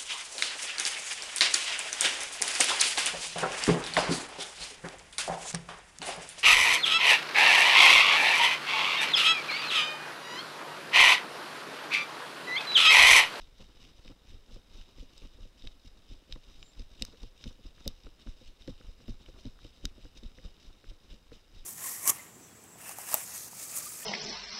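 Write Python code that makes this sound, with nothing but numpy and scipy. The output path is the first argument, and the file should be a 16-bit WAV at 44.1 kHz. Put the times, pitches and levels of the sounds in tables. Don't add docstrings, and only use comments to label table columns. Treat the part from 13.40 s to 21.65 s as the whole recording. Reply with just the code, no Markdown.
import sys
import numpy as np
from scipy import signal
from scipy.fft import rfft, irfft
from scipy.io import wavfile
from scipy.ndimage import uniform_filter1d

SR = 44100
rng = np.random.default_rng(int(sys.argv[2]) if len(sys.argv) > 2 else 0)


def bounce(signal):
    frames = np.transpose(np.atleast_2d(signal))
    limited = np.clip(frames, -1, 1)
    pcm = np.round(limited * 32767).astype(np.int16)
    wavfile.write(sys.argv[1], SR, pcm)


N = 363825

# crest in seconds, push level in dB, push width in ms, rustle level in dB.
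JOLTS = [(0.018, -41, 18, -61.5), (0.219, -44, 22, -58), (0.428, -50, 14, -57), (0.682, -42.5, 9.1, -58),
         (0.903, -43.5, 6, -59.5), (0.948, -41.5, 6.9, -62.5), (1.142, -41, 14, -57.5),
         (1.405, -40.5, 17, -63.5), (1.607, -37, 8.7, -57.5), (1.847, -37, 7.8, -61.5),
         (2.034, -37, 14, -60.5), (2.257, -35, 30, -59), (2.472, -41, 7.2, -61.5), (2.722, -38, 7.5, -58.5),
         (2.937, -36, 11.7, -59), (3.167, -43.5, 32, -61.5), (3.223, -47.5, 10, -64),
         (3.403, -33.5, 8.5, -59), (3.626, -34, 8.3, -55.5), (3.836, -36, 9.9, -58.5),
         (4.078, -34.5, 7.4, -56.5), (4.266, -38.5, 9.3, -60.5), (4.478, -31, 7.7, -55),
         (4.662, -39, 8.4, -61.5), (4.89, -33, 8, -59.5), (5.077, -41.5, 25, -61.5),
         (5.301, -34.5, 11, -58.5), (5.489, -36, 7.6, -63), (5.704, -31.5, 12, -58),
         (5.892, -41.5, 7.6, -62), (6.071, -37, 11.4, -60), (6.253, -40.5, 6.6, -58),
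         (6.456, -30, 7.7, -57.5), (6.648, -40.5, 8.5, -60.5), (6.86, -34.5, 8.8, -60.5),
         (7.058, -37, 8, -57.5), (7.284, -42, 9.8, -62.5), (7.496, -37, 14, -61), (7.72, -41, 9.6, -58),
         (7.943, -47, 18, -59), (8.16, -43.5, 17, -62), (8.189, -38, 28, -63)]
# centre in Hz, width in Hz, level in dB.
HOUSING_RINGS = [(2294, 1350, -5), (2960, 374, 4), (3753, 203, 6.5), (4510, 370, -4.5), (4980, 258, 3),
                 (5745, 1310, -5.5)]
# centre in Hz, width in Hz, level in dB.
UPPER_RINGS = [(7300, 580, 3), (7880, 1300, -3), (10340, 840, -14.5), (12440, 1200, -13.5)]


def gain_of(db):
    return 10 ** (np.asarray(db) / 20)


def evened(x):
    return x / np.sqrt(np.mean(x ** 2) + 1e-20)


def add(mix, start_s, sound):
    part = mix[max(round(start_s * SR), 0):][:len(sound)]
    part += sound[:len(part)]


def resonate(x, hz, width_hz):
    radius = np.exp(-np.pi * width_hz / SR)
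    angle = 2 * np.pi * hz / SR
    edge = (1 - radius ** 2) / 2
    return signal.lfilter([edge, 0, -edge], [1, -2 * radius * np.cos(angle), radius ** 2], x)


def coloured(spectrum):
    point_hz, point_db = np.transpose(spectrum)
    hz = np.fft.rfftfreq(N, 1 / SR)
    db = np.interp(np.log(hz + 1), np.log(point_hz + 1), point_db)
    return evened(irfft(rfft(rng.standard_normal(N)) * gain_of(db), N))


def flutter(ms):
    span = round(ms * SR / 1000)
    return evened(uniform_filter1d(uniform_filter1d(rng.standard_normal(N), span), span))


def ring(x, modes, tilt_db_per_octave=0., drift_db=None):
    out = 0
    for k, (hz, width_hz, db) in enumerate(modes):
        level_db = db + tilt_db_per_octave * np.log2(hz / 4000)
        if drift_db is not None:
            level_db = level_db + drift_db * flutter(14.0)
        out = out + (-1) ** k * gain_of(level_db) * resonate(x, hz, width_hz)
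    return out


def chatter(count, length_ms, blow):
    ms = np.arange(1500) * 1000 / SR
    bursts = rng.standard_normal((count, 1500)) * np.exp(-(ms / length_ms) ** 2)
    return bursts + (ms == 0) * blow * np.linalg.norm(bursts, axis=1, keepdims=True)


def pushes():
    dip, dip_lead_ms, dip_width_ratio = 0.45, 15.5, 1.31
    back, back_delay_ms, back_width_ms = 0.47, 11.9, 16.5
    rebound, rebound_ms, rebound_width_ms = 0.23, 48.5, 22.6
    squareness = 3.83
    ms = np.arange(-100, 100, 1000 / SR)

    def bell(at_ms, width_ms):
        return 2. ** -(abs(2 * (ms - at_ms) / width_ms) ** squareness)

    def swing(at_ms, width_ms):
        before = dip * bell(at_ms - dip_lead_ms, dip_width_ratio * width_ms)
        after = back * bell(at_ms + width_ms / 2 + back_delay_ms, back_width_ms)
        return bell(at_ms, width_ms) - before - after

    out = np.zeros(N + SR)
    for crest_s, db, width_ms, _ in JOLTS:
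        shape = swing(0, width_ms) + rebound * swing(rebound_ms + width_ms / 4, rebound_width_ms)
        add(out, crest_s + .1, gain_of(db) * shape)
    return out[SR // 5:][:N]


def knocks():
    # time in seconds, main mode peak in dB before the padding,
    # main mode in Hz, upper mode in dB re main.
    knock_table = [(0.199, -50, 193, -3.5), (0.651, -52, 196, -1.5), (0.697, -45, 273, -5.5),
                   (0.934, -54, 172, -6.5), (1.113, -53.5, 196, -1.5), (1.161, -47.5, 255, -3.5),
                   (1.58, -53, 250, -1), (1.625, -47.5, 250, -4), (1.817, -53, 316, -1.5),
                   (1.85, -51.5, 274, -10), (1.986, -56, 250, 2), (2.052, -53.5, 245, -0.5),
                   (2.239, -45.5, 255, -6), (2.448, -53.5, 233, -10), (2.711, -49, 251, -7),
                   (2.893, -54, 208, -0.5), (2.9584, -46.5, 272, -4.5), (3.392, -47.5, 240, -6.5),
                   (3.614, -38.5, 220, -9.5), (3.735, -56, 174, 5), (3.832, -44.5, 210, -6.5),
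                   (4.059, -35.5, 228, -14.5), (4.192, -53, 230, -5.5), (4.251, -49, 269, -10),
                   (4.463, -34, 209, -4.5), (4.665, -48.5, 304, 0.5), (4.865, -43, 217, -11.5),
                   (5.013, -50.5, 208, -3.5), (5.28, -32.5, 216, -6), (5.402, -53.5, 229, -1.5),
                   (5.488, -56.5, 183, -3), (5.602, -54.5, 229, -2.5), (5.684, -35.5, 227, -13),
                   (5.885, -50, 330, -1.5), (6.053, -36.5, 225, -16), (6.247, -48, 275, -1),
                   (6.442, -38.5, 230, -12), (6.579, -49.5, 220, -5.5), (6.65, -50.5, 278, -1),
                   (6.829, -45.5, 218, -8.5), (6.981, -52, 182, -1), (7.047, -47.5, 171, -5.5),
                   (7.438, -54.5, 265, -0.5), (7.513, -58, 306, -4), (7.733, -49.5, 164, -8),
                   (7.918, -48, 255, 2.5)]
    # frequency in Hz, nominal t60 in seconds.
    frame_modes = [(105, .05), (500, .03)]
    main_t60_s, thud_db = 0.028, -5.0
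    contact_cycles, quicker, blow = 2.83, 0.46, 0.95
    spike_db, spike_sigma_ms, pad_hz = -6.0, .27, 603.0
    out, spikes = np.zeros(N), np.zeros(N)
    t = np.arange(6000) / SR
    spike = signal.windows.gaussian(200, spike_sigma_ms * 1e-3 * SR)
    for s, db, main_hz, upper_db in knock_table:
        grit = rng.standard_normal(6000)
        modes = [(main_hz, main_t60_s)] + list(frame_modes)
        for (hz, t60_s), level_db in zip(modes, [0, thud_db, upper_db]):
            span_s = contact_cycles / main_hz * (main_hz / hz) ** quicker
            contact = grit * t / span_s * np.exp(-t / (.5 * span_s))
            contact[60] -= blow * np.linalg.norm(contact)
            mode = resonate(resonate(contact, hz, 3.07 / t60_s), hz, 2.94 / t60_s)
            add(out, s - .003, gain_of(db + level_db) * mode / abs(mode).max())
        add(spikes, s - .0015, -gain_of(db + upper_db + spike_db) * spike)
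    padding = signal.butter(3, pad_hz, fs=SR, output="sos")
    return spikes + signal.sosfilt(padding, out)


def clicks():
    # low rings in dB,
    # tilt in dB per octave (of the main rings; half on the upper), upper rings in dB, top rings in dB.
    click_table = [(0.4507, -48, -3, -8, -27, -36), (0.6785, -45.5, 1.5, -1, -27, -38),
                   (1.779, -44, -15, 4, -6, -36), (1.8198, -53, 4, -6, -27, -35),
                   (2.222, -45, -10, -10, -31, -40), (2.2732, -35, -4, -13, -32, -47),
                   (2.9247, -29.5, -4.5, -10, -26, -47), (3.2278, -42, 3, 2, -20, -43),
                   (3.3947, -45, -5.5, 6, -30, -39), (3.6223, -19, -10.5, -8, -9, -47),
                   (3.6505, -33, -20, 15, -10, -30), (3.8317, -42.5, -4.5, 2, -27, -35),
                   (4.0404, -34.5, -5.5, -3, -31, -43), (4.4776, -22, -17, 9, -16.5, -6),
                   (4.6355, -49, -9, -5, -29, -35), (5.221, -46, -8, -14, -34, -40),
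                   (5.2759, -41.5, -15, -14, -21, -36), (5.6805, -48, -1, -6, -27, -8),
                   (5.861, -50.5, 3.5, -8, -27, -36), (6.0544, -44, -7, -7, -25, -35),
                   (6.454, -21.5, -10.5, 3, -20, -17), (6.8339, -46.5, -7, -16, -16, -35)]
    # centre in Hz, width in Hz, level in dB.
    top_rings = [(14100, 2600, 4), (12600, 710, -27)]
    out = np.zeros(N)
    bursts = chatter(len(click_table), length_ms=1.8, blow=1.28)
    for (s, db, low_db, tilt, upper_db, top_db), burst in zip(click_table, bursts):
        parts = [(ring(burst, HOUSING_RINGS[2:], tilt), 0),
                 (ring(burst, HOUSING_RINGS[:2]), low_db),
                 (ring(burst, UPPER_RINGS, 0.5 * tilt), upper_db),
                 (ring(burst, top_rings), top_db)]
        for part, level_db in parts:
            add(out, s, gain_of(db + level_db) * part / abs(part).max())
    return out


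def ticks():
    # start in seconds, peak in dB, centre in Hz.
    tick_table = [(0.656, -53, 902), (1.162, -57, 900), (1.414, -51, 2100), (2.271, -46, 2130),
                  (2.924, -62, 2090), (2.959, -47.5, 844), (3.227, -51, 937), (3.621, -43, 2240),
                  (3.65, -45.5, 1270), (3.745, -54.5, 1260), (3.836, -48, 703), (4.039, -48.5, 1330),
                  (4.381, -52.5, 1330), (4.457, -51, 1890), (4.475, -47, 751), (4.668, -47.5, 724),
                  (4.797, -56, 1300), (4.872, -47.5, 1060), (5.279, -47, 1700), (5.412, -48.5, 1540),
                  (5.604, -53, 1240), (5.684, -51, 800), (5.887, -49, 700), (6.19, -49, 1070),
                  (6.249, -54, 770), (6.453, -42.5, 1210), (6.654, -52, 929), (6.986, -47.5, 1790),
                  (7.442, -49, 1250), (7.918, -48, 1010)]
    width_hz = 840
    out = np.zeros(N)
    bursts = chatter(len(tick_table), length_ms=1.86, blow=0.31)
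    for (s, db, hz), burst in zip(tick_table, bursts):
        tick = resonate(resonate(burst, hz, width_hz), hz, 2 * width_hz)
        add(out, s, gain_of(db) * tick / abs(tick).max())
    return out


def motion_db():
    # middle in seconds, level in dB,
    # length in seconds between the -6 dB points.
    swishes = [(0.318, -69.5, 0.19), (0.48, -61, 0.056), (0.577, -66.5, .08), (1.368, -61, 0.13),
               (1.49, -65.5, 0.07), (1.781, -62.5, 0.15), (1.942, -64.5, 0.049), (2.199, -62.5, 0.055),
               (2.3, -69, 0.089), (2.581, -65.5, 0.031), (2.796, -73, 0.14), (3.09, -64, 0.15),
               (3.28, -67, .1), (3.544, -65.5, 0.072), (3.69, -62.5, 0.15), (4.025, -59.5, 0.08),
               (4.11, -66, 0.055), (4.397, -62, 0.052), (4.567, -70, .07), (4.815, -62, 0.05),
               (5.013, -64.5, 0.076), (5.222, -63, 0.041), (5.417, -67.5, 0.11), (5.62, -63.5, 0.052),
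               (5.816, -62, 0.039), (6, -61, 0.07), (6.372, -63.5, .07), (6.577, -66.5, 0.047),
               (6.775, -60, 0.043), (6.97, -66, 0.058), (7.223, -64, 0.1), (7.377, -73, .12),
               (7.645, -68, 0.061)]
    lead_s, bed_db = 0.002, -72
    rise_db_per_s, fall_db_per_s = 234, 226
    t = np.arange(0, N / SR + .002, .001)
    power = gain_of(bed_db) ** 2
    for crest_s, _, _, db in JOLTS:
        late_s = t - crest_s + lead_s
        drop_db = np.maximum(-rise_db_per_s * late_s, fall_db_per_s * late_s)
        power = power + gain_of(db - drop_db) ** 2
    for middle_s, db, length_s in swishes:
        power = power + gain_of(db - 6 * (2 * (t - middle_s) / length_s) ** 2) ** 2
    return np.interp(np.arange(N) / SR, t, 10 * np.log10(power))


def grass(level_db):
    snaps_per_s, snap_share, upper_db = 1100, 0.56, -12.0
    snap_gain = gain_of(4.2 * np.minimum(rng.exponential(1, N), 4))
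    snaps = snap_gain * (rng.random(N) < snaps_per_s / SR) * rng.choice([-1, 1], N)
    hiss = rng.standard_normal(N) * gain_of(3.0 * flutter(3.))
    drive = hiss + snap_share * evened(snaps)
    main = ring(drive, HOUSING_RINGS, drift_db=1.3)
    upper = ring(drive, UPPER_RINGS, drift_db=0.2)
    return evened(main + gain_of(upper_db) * upper) * gain_of(level_db)


def strap(level_db):
    # frequency in Hz, relative density in dB per Hz.
    rub_spectrum = [(15, 2), (40, -3.5), (120, -17), (250, -17.5), (520, -27.5), (800, -32.5), (1290, -32),
                    (2000, -43.5), (16000, -67)]
    rub_db = -57.5 + 0.89 * (level_db + 64.5) + 4.26 * flutter(10.5)
    return coloured(rub_spectrum) * gain_of(rub_db)


def rustle():
    level_db = motion_db()
    return grass(level_db) + strap(level_db)


def bird():
    # level in dB, length in seconds between the -6 dB points, start in Hz, end in Hz, width in Hz.
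    call = (-69, .1, 7150, 7400, 330)
    db, length_s, from_hz, to_hz, width_hz = call
    middle_s = 3.27
    u = (np.arange(N) / SR - middle_s) / length_s
    hz = from_hz + (to_hz - from_hz) * np.clip(u + .5, 0, 1)
    phase = 2 * np.pi * np.cumsum(hz) / SR
    lowpass = signal.butter(2, width_hz / 2, fs=SR)
    fuzz = signal.lfilter(*lowpass, rng.standard_normal((2, N)))
    whistle = evened(fuzz[0] * np.cos(phase) + fuzz[1] * np.sin(phase))
    return gain_of(db - 6 * (2 * u) ** 2) * whistle


def floor():
    # frequency in Hz, relative density in dB per Hz.
    floor_spectrum = [(12, -29), (22, -3.5), (45, -7), (120, -24), (250, -24.5), (520, -23), (700, -28.5),
                      (1900, -33), (4000, -37), (7000, -42), (16000, -49.5)]
    floor_db = -64
    return gain_of(floor_db) * coloured(floor_spectrum)


def scene():
    return (pushes() + knocks() + clicks() + rustle() + ticks() + bird() + floor())[None]


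def record(dry):
    bass_cut_hz, edge_hz = 8., 15800
    x = signal.lfilter(*signal.butter(1, bass_cut_hz, "high", fs=SR), dry)
    band_limit = signal.firwin(511, edge_hz, window=("kaiser", 9), fs=SR)
    return signal.oaconvolve(x, band_limit[None], "same")


dry = scene()
out = record(dry)
bounce(out)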